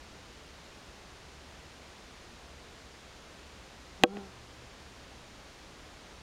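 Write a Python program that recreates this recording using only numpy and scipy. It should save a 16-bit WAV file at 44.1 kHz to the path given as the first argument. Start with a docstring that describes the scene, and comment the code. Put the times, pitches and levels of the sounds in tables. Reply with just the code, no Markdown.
"""Beside a beehive, a camera stands in a bed of outdoor hiss, low rumble and far machinery drone.
One bee flies in, its wingbeats buzzing, hits the camera body with a sharp, ringing knock,
grazes it once more and speeds off. The knock slams a limiter, so the hiss ducks and swells back.
A faint low hum rises just after the knock and tails away."""
import sys
import numpy as np
from scipy import signal
from scipy.fft import rfft, irfft, next_fast_len
from scipy.io import wavfile
from scipy.ndimage import uniform_filter1d, minimum_filter1d, map_coordinates

SR = 44100
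rng = np.random.default_rng(int(sys.argv[2]) if len(sys.argv) > 2 else 0)


def int16_out(signal):
    """Quantize to a 16-bit WAV file."""
    q = np.round(np.clip(np.atleast_2d(signal).T, -1, 1) * 32767)
    wavfile.write(sys.argv[1], SR, q.astype(np.int16))


N = 274302

# colour of the open-air hiss: (frequency [Hz], relative level [dB])
HISS_SPECTRUM = [(59, -41), (100, 0), (447, -2.5), (552, -3.5), (4190, -11.5), (7100, -17), (7730, -21),
                 (8950, -23.5), (15500, -40)]
# colour of the distant rumble: (frequency [Hz], relative level [dB])
RUMBLE_SPECTRUM = [(8, -20), (20, -8), (38, -6), (51, 2.5), (61, -4), (80, -1), (100, -23), (140, -25),
                   (400, -120)]
# harmonics of the buzz: (multiple of the wingbeat [-], relative level [dB])
WING_HARMONICS = [(1, 1.5), (2, -2), (3, -31), (4, -9), (5, -31), (6, -39), (7, -18)]
# the bee's hits on the camera: (time [s], gain [dB], low-pass cutoff [Hz])
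CONTACTS = [(4.036, 13, 14500), (4.169, -28.5, 2100)]
# ringing modes of the camera body: (frequency [Hz], relative level [dB], time to fall 60 dB [s])
CAMERA_MODES = [(162, -13.5, 0.017), (267, -6, 0.022), (346, -10, 0.046), (490, -15, 0.071),
                (590, -15.5, 0.046), (773, -6, 0.028), (1110, -16.5, 0.03), (1293, -24.5, 0.037),
                (1555, -15.5, 0.024), (1945, -7.5, 0.01), (2340, -22, 0.012), (2490, -5.5, 0.012),
                (2830, -4, 0.0092), (3230, -5.5, 0.01), (3990, -10, 0.0093), (4700, -14.5, 0.0057),
                (6350, -18, 0.0086), (7170, -13.5, 0.0033), (13100, -26, 0.0015), (3300, -61, 0.18)]

HISS_DB, RUMBLE_DB, DRONE_DB, BUZZ_DB, TAIL_DB = -52.5, -60.5, -62, -42, -61.5  # layer faders
CLOSE_M, APPROACH_M_PER_S, ESCAPE_M_PER_S2 = 0.026, 0.98, 5.3
# wingbeat: an easy hover, and one surge of effort to get clear after the knock
HOVER_HZ, SURGE_HZ, SURGE_PEAK_S, SURGE_WIDTH_S = 186.4, 16.87, 4.168, 0.0764


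def amp(db):
    """Decibels to gain."""
    return 10 ** (np.asarray(db) / 20)


def unit(x):
    """Scale to rms 1."""
    return x / np.sqrt(np.mean(x ** 2) + 1e-20)


def wobble(rate):
    """A smooth random modulator, rate knots a second."""
    knots = rng.standard_normal(int(N * rate / SR) + 4)
    return map_coordinates(knots, [np.arange(N) * rate / SR])


def filtered(x, response):
    """EQ x with a gain curve given as a function of frequency."""
    size = next_fast_len(N + SR // 2)
    return irfft(rfft(x, size) * response(np.fft.rfftfreq(size, 1 / SR)), size)[:N]


def noise(spectrum):
    """Noise of rms 1, coloured by (frequency [Hz], level [dB]) points on a log axis."""
    points_hz, db = np.transpose(spectrum)
    colour = lambda hz: amp(np.interp(np.log(hz + 1), np.log(points_hz + 1), db))
    return unit(filtered(rng.standard_normal(N), colour))


def hum(centre_hz, drift, flutter_db):
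    """A sine of rms 1 with wandering pitch and optional level flutter."""
    pitch_hz = centre_hz * (1 + drift * wobble(9))
    return unit(amp(flutter_db * wobble(6.7)) * np.sin(2 * np.pi * np.cumsum(pitch_hz) / SR))


def open_air():
    """The ambience bed: even hiss with a narrow treble notch, over a low rumble."""
    notch = lambda hz: amp(-10 * np.exp(-((hz - 7740) / 90) ** 2))
    hiss = amp(HISS_DB + 0.096 * wobble(3.2)) * filtered(noise(HISS_SPECTRUM), notch)
    rumble = amp(RUMBLE_DB + 0.64 * wobble(2.4)) * noise(RUMBLE_SPECTRUM)
    return hiss + rumble


def machinery():
    """Far machinery drones on one low, wavering note."""
    return amp(DRONE_DB) * hum(centre_hz=69, drift=0.0254, flutter_db=2.7)


def bee():
    """Wingbeats make a buzz and puffs of air; effort lifts the pitch, distance rides the level."""
    t = np.arange(N) / SR
    effort = np.exp(-((t - SURGE_PEAK_S) / SURGE_WIDTH_S) ** 2)
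    beat_hz = (HOVER_HZ + SURGE_HZ * effort) * (1 + 0.01087 * wobble(90))
    phase = 2 * np.pi * np.cumsum(beat_hz) / SR
    buzz = sum(amp(db + 2.3 * wobble(49)) * np.sin(k * phase) for k, db in WING_HARMONICS)
    stirred_air = noise([(60, -23), (200, -1), (550, -4), (1200, -13), (5000, -48)])
    puffs = amp(-11.5) * (1 + np.cos(phase)) * stirred_air
    # it flies in at a steady speed, stays close between the hits, then accelerates away
    until_hit_s = np.maximum(CONTACTS[0][0] - t, 0)
    since_graze_s = np.maximum(t - CONTACTS[-1][0], 0)
    distance_m = CLOSE_M + APPROACH_M_PER_S * until_hit_s + .5 * ESCAPE_M_PER_S2 * since_graze_s ** 2
    # this near the wings, pressure falls with the square of the distance
    return amp(BUZZ_DB) * (CLOSE_M / distance_m) ** 2 * (buzz + puffs)


def camera_knocks():
    """Each hit gives a tiny crack and rings the camera body, right at the microphone."""
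    track = np.zeros(N + SR)
    t = np.arange(SR // 4) / SR
    # neighbouring modes swing opposite ways at the microphone
    ring = sum((-1) ** k * amp(db - 60 * t / t60) * np.sin(2 * np.pi * hz * t)
               for k, (hz, db, t60) in enumerate(CAMERA_MODES))
    for start_s, db, cutoff_hz in CONTACTS:
        crack = amp(-25.0 - 60 * t / 0.013) * rng.standard_normal(len(t))
        # a gentle contact lasts longer and so sounds duller
        lowpass = signal.butter(2, min(cutoff_hz, SR / 3), fs=SR)
        track[round(start_s * SR):][:len(t)] += amp(db) * signal.lfilter(*lowpass, ring + crack)
    return track[:N]


def tail_hum(peak_s=4.36, rise_db_per_s=44, fall_db_per_s=12):
    """A faint low hum swells to a peak just after the knock and fades slowly."""
    t = np.arange(N) / SR - peak_s
    swell = amp(-np.abs(t) * np.where(t < 0, rise_db_per_s, fall_db_per_s))
    return amp(TAIL_DB) * swell * hum(centre_hz=117, drift=0.0173, flutter_db=0.0)


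def limiter(x, ceiling_db, release_s):
    """The gain ducks just ahead of a peak over the ceiling, then eases back."""
    over_db = np.maximum(20 * np.log10(np.abs(x) + 1e-9) - ceiling_db, 1e-9)
    release = np.arange(N) / SR / release_s
    # each peak sets a gain cut that then shrinks exponentially
    cut_db = np.exp(np.maximum.accumulate(np.log(over_db) + release) - release)
    lookahead_db = uniform_filter1d(minimum_filter1d(-cut_db, size=89), size=89)
    return x * amp(lookahead_db)


def scene():
    """All layers mixed to mono at one microphone."""
    return (open_air() + machinery() + bee() + camera_knocks() + tail_hum())[None]


def record(dry):
    """The master chain: limiter, hard clip and a steep low-pass at 16 kHz."""
    limited = limiter(dry[0], ceiling_db=-2, release_s=0.044)
    clipped = np.clip(limited, -.7, .7)
    return filtered(clipped, lambda hz: 1 / np.sqrt(1 + (hz / 16000) ** 240))[None]


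dry = scene()
out = record(dry)
int16_out(out)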